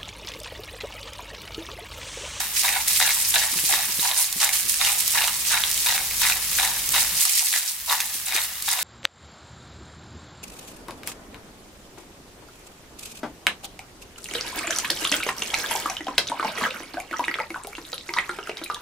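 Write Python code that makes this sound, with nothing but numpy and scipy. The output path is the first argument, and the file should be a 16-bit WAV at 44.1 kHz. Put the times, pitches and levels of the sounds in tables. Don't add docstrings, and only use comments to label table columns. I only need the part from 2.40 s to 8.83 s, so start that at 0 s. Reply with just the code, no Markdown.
import sys
import numpy as np
from scipy import signal
from scipy.fft import rfft, irfft, next_fast_len
from scipy.io import wavfile
from scipy.ndimage import uniform_filter1d

SR = 44100
rng = np.random.default_rng(int(sys.argv[2]) if len(sys.argv) > 2 else 0)


def generate_wav(sig):
    pcm = np.round(np.clip(np.atleast_2d(sig).T, -1, 1) * 32767).astype(np.int16)
    wavfile.write(sys.argv[1], SR, pcm)


N = 283563
CONTROL_STEP = 64


def gain_of(db):
    return 10 ** (np.asarray(db) / 20)


def evened(x):
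    return x / np.sqrt(np.mean(x ** 2) + 1e-20)


def read(points, hz):
    f, value = np.transpose(points)
    return np.interp(np.log(hz + 1), np.log(f + 1), value)


def curve(rows):
    s, value = np.transpose(rows)
    return np.interp(np.arange(N) / SR, s, value)


def add(mix, start_s, sound):
    part = mix[..., round(start_s * SR):][..., :sound.shape[-1]]
    part += sound[..., :part.shape[-1]]


def drift(shape, size):
    once = uniform_filter1d(rng.standard_normal(shape), size)
    return evened(uniform_filter1d(once, size))


def clicks(length, per_s, spread_db):
    size = gain_of(spread_db * np.minimum(rng.exponential(1, length), 3))
    sign = rng.choice([-1., 1.], length)
    happens = rng.random(length) < per_s / SR
    return evened(size * sign * happens)


def coloured(x, points):
    size = next_fast_len(N)
    hz = np.fft.rfftfreq(size, 1 / SR)
    return evened(irfft(rfft(x, size) * gain_of(read(points, hz)))[..., :N])


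def swing(x, hz, width):
    r = np.exp(-np.pi * width / SR)
    return 2 * signal.lfilter([1 - r], [1, -r * np.exp(2j * np.pi * hz / SR)], x)


def ring(x, hz, width):
    return swing(x, hz, width).real


def surges(rows, rise_db, sag_db_per_s, let_go_db, release_db_per_s, let_go_s=0.027):
    start, rise, hold, level_db = np.transpose(rows)[:4, :, None]
    t = np.arange(0, N, CONTROL_STEP) / SR - start
    after = np.maximum(t - rise - hold, 0)
    swell = rise_db * np.minimum(t / rise - 1, 0)
    sag = sag_db_per_s * np.clip(t - rise, 0, hold)
    let_go = let_go_db * np.minimum(after / let_go_s, 1)
    release = release_db_per_s * after
    return gain_of(level_db + swell - sag - let_go - release) * (t >= 0)


def total(gains):
    summed = np.sqrt((gains ** 2).sum(0))
    return np.interp(np.arange(N) / CONTROL_STEP, np.arange(gains.shape[1]), summed)


# freq_hz, likeness [ratio]
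LIKENESS = [(60, 1), (180, 0.98), (550, 0.88), (1650, 0.62), (4970, 0.17), (9000, 0.17), (15000, 0.41)]


def spread(a, b):
    size = next_fast_len(N)
    same = np.clip(read(LIKENESS, np.fft.rfftfreq(size, 1 / SR)), 0, 1)
    mid = np.sqrt((1 + same) / 2) * rfft(a, size)
    side = np.sqrt((1 - same) / 2) * rfft(b, size)
    return irfft([mid + side, mid - side], size)[:, :N]


# freq_hz, density_db [dB per Hz]
RUMBLE_SPECTRUM = [(20, -8), (45, -3.5), (200, -7), (260, -12.5), (500, -11.5), (900, -13.5)]
# pitch_hz, width_hz, level_db
HUM_LINES = [(30.8, 2.4, -11), (62.3, 8.6, -10.5), (107.5, 2.9, -11), (190, 16, -12)]
# time_s, level_db
ROOM_LEVEL = [(0, -39.5), (1.6, -40.5), (1.72, -47.5), (2.3, -40.5), (4.78, -35.5), (4.86, -50.5),
              (5.15, -54), (5.33, -54), (5.4, -47.5), (5.9, -44), (6.43, -45)]


def room_rumble_and_hum():
    rumble = spread(*(coloured(rng.standard_normal(N), RUMBLE_SPECTRUM) for _ in range(2)))
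    hum = np.zeros(N)
    for hz, width, db in HUM_LINES:
        wavering = ring(ring(rng.standard_normal(N), hz, width), hz, 3 * width)
        hum += gain_of(db) * evened(wavering)
    hum += np.sin(2 * np.pi * HUM_LINES[1][0] * np.arange(N) / SR)
    return gain_of(curve(ROOM_LEVEL) - 1.5) * (rumble + 0.3 * hum)


# freq_hz, density_db [dB per Hz]
FIZZ_SPECTRUM = [(290, -17.5), (500, -22), (1210, -5.5), (1460, -9), (1670, -3.5), (9360, -1.5),
                 (13800, -0.5), (16000, -3.5)]


def oil_fizz():
    pops = signal.lfilter([1], [1, -.9], abs(clicks(N, per_s=600, spread_db=5.0)))
    roughness = 0.39 * evened(pops) + 1
    fizz = spread(*(coloured(roughness * rng.standard_normal(N), FIZZ_SPECTRUM) for _ in range(2)))
    return gain_of(0.44 * curve(ROOM_LEVEL) - 12.5) * fizz


# freq_hz, t60_s
ECHO_DECAY = [(500, 0.15), (2000, 0.13), (8000, 0.074)]


def kitchen(x):
    length, gap = SR // 2, 20
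    taps = np.zeros((2, length))
    at = np.arange(150, length - gap, gap) + rng.integers(0, gap, (2, (length - 151) // gap))
    np.put_along_axis(taps, at, rng.choice([-1., 1.], at.shape), 1)
    hz, t, bands = signal.stft(taps, SR, nperseg=256)
    decay = gain_of(-60 * t / read(ECHO_DECAY, hz)[:, None])
    tail = signal.istft(bands * decay, SR, nperseg=256)[1]
    return signal.fftconvolve(x, tail / np.linalg.norm(tail[0]), axes=1)[:, :N]


# start_s, level_db, pitch_hz, t60_s
HAND_KNOCKS = [(1.127, -38, 260, 0.077), (1.155, -32.5, 184, 0.094), (1.235, -33.5, 169, .07),
               (1.327, -39, 324, 0.13), (1.489, -34.5, 190, 0.056), (1.586, -29.5, 173, 0.057),
               (1.958, -33.5, 184, 0.077), (2.247, -39, 124, .07), (5.75, -39.5, 218, 0.031),
               (5.951, -21, 343, 0.012)]


def knocks():
    out, t = np.zeros(N), np.arange(4000) / SR
    for start_s, db, hz, t60 in HAND_KNOCKS:
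        noise = rng.standard_normal(len(t))
        puff = evened(ring(ring(noise, 340, 230), 340, 230)) * gain_of(-35 * t / t60)
        mode = np.sin(2 * np.pi * hz * t) * gain_of(-60 * t / t60)
        onset = np.minimum(t / 0.0033, 1)
        add(out, start_s, gain_of(db) * (mode + 0.47 * puff) * onset)
    return out


# freq_hz, density_db [dB per Hz]
GRIT_SPECTRUM = [(530, -42), (1000, -22), (1500, -22), (2020, -9), (5000, -4), (8550, -2), (13000, -4.5),
                 (15800, -11)]
# start_s, rise_s, hold_s, level_db
SLIDE_BURSTS = [(0.135, 0.039, 0.034, -19), (0.232, .02, 0.066, -25), (0.474, 0.0029, 0.16, -21),
                (0.65, 0.019, 0.36, -24.5), (0.937, 0.004, 0.033, -24.5), (1.07, 0.023, 0.023, -33),
                (1.15, 0.024, 0.006, -20.5), (1.235, 0.017, 0.11, -21.5), (1.585, 0.018, 0.077, -21),
                (1.74, 0.039, 0.033, -19), (1.975, 0.031, 0.041, -21.5), (2.12, 0.0079, 0.052, -22),
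                (2.27, 0.03, 0.027, -21.5), (2.396, 0.012, 0.14, -23), (2.57, 0.016, 0.028, -25.5),
                (2.668, 0.018, 0.16, -24), (3.04, 0.024, 0.056, -23.5), (3.27, 0.07, 0.081, -27.5),
                (3.44, 0.0071, 0.098, -24), (3.77, 0.048, 0.082, -20), (4.07, 0.068, 0.099, -24),
                (4.505, 0.041, 0.062, -19), (4.75, 0.019, 0.017, -23), (4.795, 0.0078, 0.011, -15.5),
                (4.84, 0.012, 0.0099, -23), (4.88, 0.012, 0.013, -18), (4.94, 0.016, 0.043, -19.5),
                (5.035, 0.016, 0.017, -20), (5.1, 0.035, 0.041, -23.5), (5.26, 0.021, 0.025, -26),
                (5.46, 0.059, 0.0093, -20.5), (5.72, 0.023, 0.021, -27.5), (5.85, 0.012, 0.017, -27.5),
                (5.93, 0.016, 0.0076, -22.5), (5.995, 0.019, 0.023, -27.5), (6.24, 0.023, 0.069, -25)]
# time_s, level_db
TRICKLE_LEVEL = [(0, -24), (.12, -44), (.35, -29), (1.45, -25.5), (1.9, -31), (3, -27), (3.65, -29),
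                 (4.35, -30), (5.2, -28), (5.4, -46), (5.65, -31), (6.2, -60), (6.43, -24.5)]


def rustle():
    out, tick = np.zeros((2, N)), np.hanning(40)
    wide = signal.oaconvolve(abs(clicks(N, per_s=360, spread_db=0.5)), tick, "same")
    for band_hz in [(600, 4000), (4000, 7000), (7000, 11000), (11000, 21000)]:
        narrow = signal.oaconvolve(abs(clicks(N, per_s=140, spread_db=1.5)), tick, "same")
        ticks = 0.8 * evened(wide) + 0.35 * evened(narrow) + 1.3
        pair = [coloured(ticks * rng.standard_normal(N), GRIT_SPECTRUM) for _ in range(2)]
        band = signal.butter(2, band_hz, "band", fs=SR, output="sos")
        out += gain_of(2.17 * drift(N, size=500)) * signal.sosfilt(band, spread(*pair))
    bursts = total(surges(SLIDE_BURSTS, rise_db=12.5, sag_db_per_s=3.5, let_go_db=3.5, release_db_per_s=132))
    flicker = gain_of(0.64 * drift(N, size=300))
    return evened(out * flicker) * np.hypot(bursts, gain_of(curve(TRICKLE_LEVEL)))


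# pitch_hz, width_hz, level_db
BODY_MODES = [(720, 110, -10.5), (852.7, 160, -2.5), (1091.6, 255, -13), (1422, 390, 1.5), (1614, 433, 5.5),
              (1910, 427, 4.5), (2162, 300, 5), (2710, 404, -1), (3760, 283, 7.5), (4970, 3080, -11)]
# start_s, ring_db, pitch_hz [strongest], tick_db
CORN_SNAPS = [(0.234, -15, 2030, -12), (0.282, -10, 1820, -23), (0.29, -12, 2510, -11),
              (0.481, -28, 2460, -5), (0.613, -8.5, 2000, -22), (0.626, -10, 1950, -22),
              (0.691, -12, 2160, -9), (0.9405, -7, 3700, -15), (0.949, -17, 3900, -18),
              (1.1175, -35, 2560, -9), (1.1882, -12, 2530, -22), (1.325, -13, 2000, -11),
              (1.339, -9, 2000, -9), (1.596, -13, 3830, -20), (1.714, -9, 3670, -20),
              (1.8435, -20, 3630, -10), (1.9265, -25, 3570, -10), (2.0912, -11, 2280, -9.5),
              (2.2814, -33, 3640, -12), (2.341, -16, 2630, -10), (2.449, -7, 2830, -9),
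              (2.506, -33, 2000, -12), (2.606, -19, 2700, -8), (2.6779, -23, 3300, -5),
              (2.7867, -11, 2680, -24), (2.82, -9, 2700, -21), (2.842, -11.5, 2660, -14),
              (2.875, -29, 3700, -9), (2.8807, -8.5, 2960, -28), (3.136, -16, 1510, -16),
              (3.237, -6.5, 3270, -20), (3.3137, -29, 4320, -8), (3.377, -18, 3160, -17),
              (3.4618, -13, 2400, -9.5), (3.504, -13.5, 2000, -20), (3.579, -7.5, 2160, -16),
              (3.711, -19.5, 2300, -24), (3.899, -8, 1660, -15), (3.922, -8, 2460, -16),
              (4.1863, -11, 1600, -27), (4.1985, -11, 3300, -18), (4.249, -14, 1970, -8.5),
              (4.258, -25, 1890, -12), (4.2745, -16, 4220, -24), (4.49, -29, 4020, -8),
              (4.692, -33, 4410, -13), (4.853, -21.5, 1270, -6), (5.1285, -11.5, 3680, -13),
              (5.1389, -13, 1850, -22), (5.497, -9.5, 3900, -24), (5.526, -12, 1060, -11.5),
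              (5.6033, -11, 2690, -9.5), (5.607, -17, 3380, -12), (5.922, -22, 1960, -15),
              (5.9545, -14.5, 4200, -18), (5.9635, -10, 2460, -11), (5.986, -20, 915, -30),
              (6.0163, -17, 4340, -15), (6.2235, -41, 2240, -12.5), (6.288, -15, 3900, -11),
              (6.39, -13, 2100, -17)]


def snaps():
    out, t = np.zeros(N), np.arange(600) / SR
    treble = signal.butter(2, [4500, 13000], "band", fs=SR, output="sos")
    for start_s, ring_db, pitch_hz, tick_db in CORN_SNAPS:
        burst = rng.standard_normal(len(t)) * gain_of(-60 * t / 0.0073) * np.minimum(t / 0.0011, 1)
        tick = signal.sosfilt(treble, burst)
        body = gain_of(-60 * t / 0.01) * np.sin(2 * np.pi * pitch_hz * t)
        for hz, width, db in BODY_MODES[1:-1]:
            level = gain_of(db - 11.5 * abs(np.log2(hz / pitch_hz)))
            phase = 6 * rng.random()
            body += level * np.exp(-5 * width * t) * np.sin(2 * np.pi * hz * t + phase)
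        body *= np.minimum(t / 0.00047, 1)
        dry_tick = gain_of(tick_db) * tick / abs(tick).max()
        add(out, start_s, dry_tick + gain_of(ring_db) * body / abs(body).max())
    return signal.sosfilt(signal.butter(2, 600, "high", fs=SR, output="sos"), out)


# start_s, rise_s, hold_s, force_db, upper_db [upper modes over the lowest three]
MILL_TWISTS = [(0.0, 0.0013, 0.011, -39, 10), (0.236, 0.008, 0.12, -33.5, 7.5),
               (0.465, 0.0093, 0.033, -47.5, 14), (0.594, 0.0056, 0.1, -33.5, 10),
               (0.938, 0.0054, 0.081, -32, 8), (1.285, 0.035, 0.029, -31.5, 9.5),
               (1.622, 0.017, 0.14, -34.5, 3), (1.998, 0.019, 0.026, -34, 10.5),
               (2.394, 0.013, 0.086, -33, 7.5), (2.733, 0.014, 0.1, -32.5, 7.5),
               (3.093, 0.026, 0.011, -30.5, 10.5), (3.452, 0.02, 0.048, -30.5, 8),
               (3.806, 0.012, 0.096, -35.5, 10.5), (4.184, 0.0026, 0.061, -31, 8),
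               (4.524, 0.023, 0.029, -33, 11), (4.72, 0.025, 0.027, -46, 11),
               (4.843, .01, 0.039, -46.5, -7), (4.99, 0.0071, 0.035, -46, 7),
               (5.119, 0.011, 0.036, -42, 12.5), (5.472, 0.027, 0.031, -30.5, 4.5),
               (5.858, 0.01, 0.044, -42, 13), (5.905, 0.026, 0.055, -39.5, 14),
               (6.273, 0.0063, 0.24, -38, 8.5)]


def grinding():
    force = surges(MILL_TWISTS, rise_db=16, sag_db_per_s=19.5, let_go_db=3.5, release_db_per_s=96)
    low = total(force)
    high = total(force * gain_of(MILL_TWISTS)[:, -1:])
    cracks = clicks(N, per_s=350, spread_db=2)
    shape = (len(BODY_MODES), N)
    reach = gain_of(1.55 * drift(shape, size=300) + 1.0 * drift(shape, size=5000))
    bend = 0.035 * drift((3, N), size=4000)
    turns = [np.exp(2j * np.pi * np.cumsum(mode[0] * bend[k]) / SR) for k, mode in enumerate(BODY_MODES[:3])]
    pair = []
    for _ in range(2):
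        crumble = signal.oaconvolve(abs(cracks), np.hanning(70), "same") * rng.standard_normal(N)
        scrape = rng.standard_normal(N)
        drive = 0.6 * cracks + 0.6 * evened(crumble) + 0.27 * scrape
        modes = []
        for k, (hz, width, db) in enumerate(BODY_MODES):
            rung = swing(ring(reach[k] * drive, hz, 4 * width), hz, width)
            modes.append((-1) ** k * gain_of(db) * rung)
        lowest = sum(mode * turn for mode, turn in zip(modes, turns)).real
        upper = sum(modes[3:]).real
        pair.append(low * evened(lowest) + high * evened(upper))
    high_pass = signal.butter(4, 580, "high", fs=SR, output="sos")
    return signal.sosfilt(high_pass, spread(*pair))


def panned(db):
    return gain_of(np.array([db / 2, -db / 2]))


# time_s, left_over_right_db
MILL_PLACE = [(0, -3), (.9, -1.5), (1.7, -2.5), (3, -3), (3.5, -1.5), (4.3, -1), (4.9, -2), (5.5, -1),
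              (6.43, -1.5)]


def scene():
    mill = grinding() + rustle() + snaps()
    echo = gain_of(-8.5) * spread(*kitchen(mill))
    placed = (mill + echo) * panned(curve(MILL_PLACE))
    return placed + knocks() + oil_fizz() + room_rumble_and_hum()


def record(dry):
    rounded = .75 * np.tanh(dry / .75)
    treble_cut = signal.firwin(1023, 16000, window=("kaiser", 9), fs=SR)
    return signal.oaconvolve(rounded, treble_cut[None], "same")


dry = scene()
out = record(dry)
generate_wav(out)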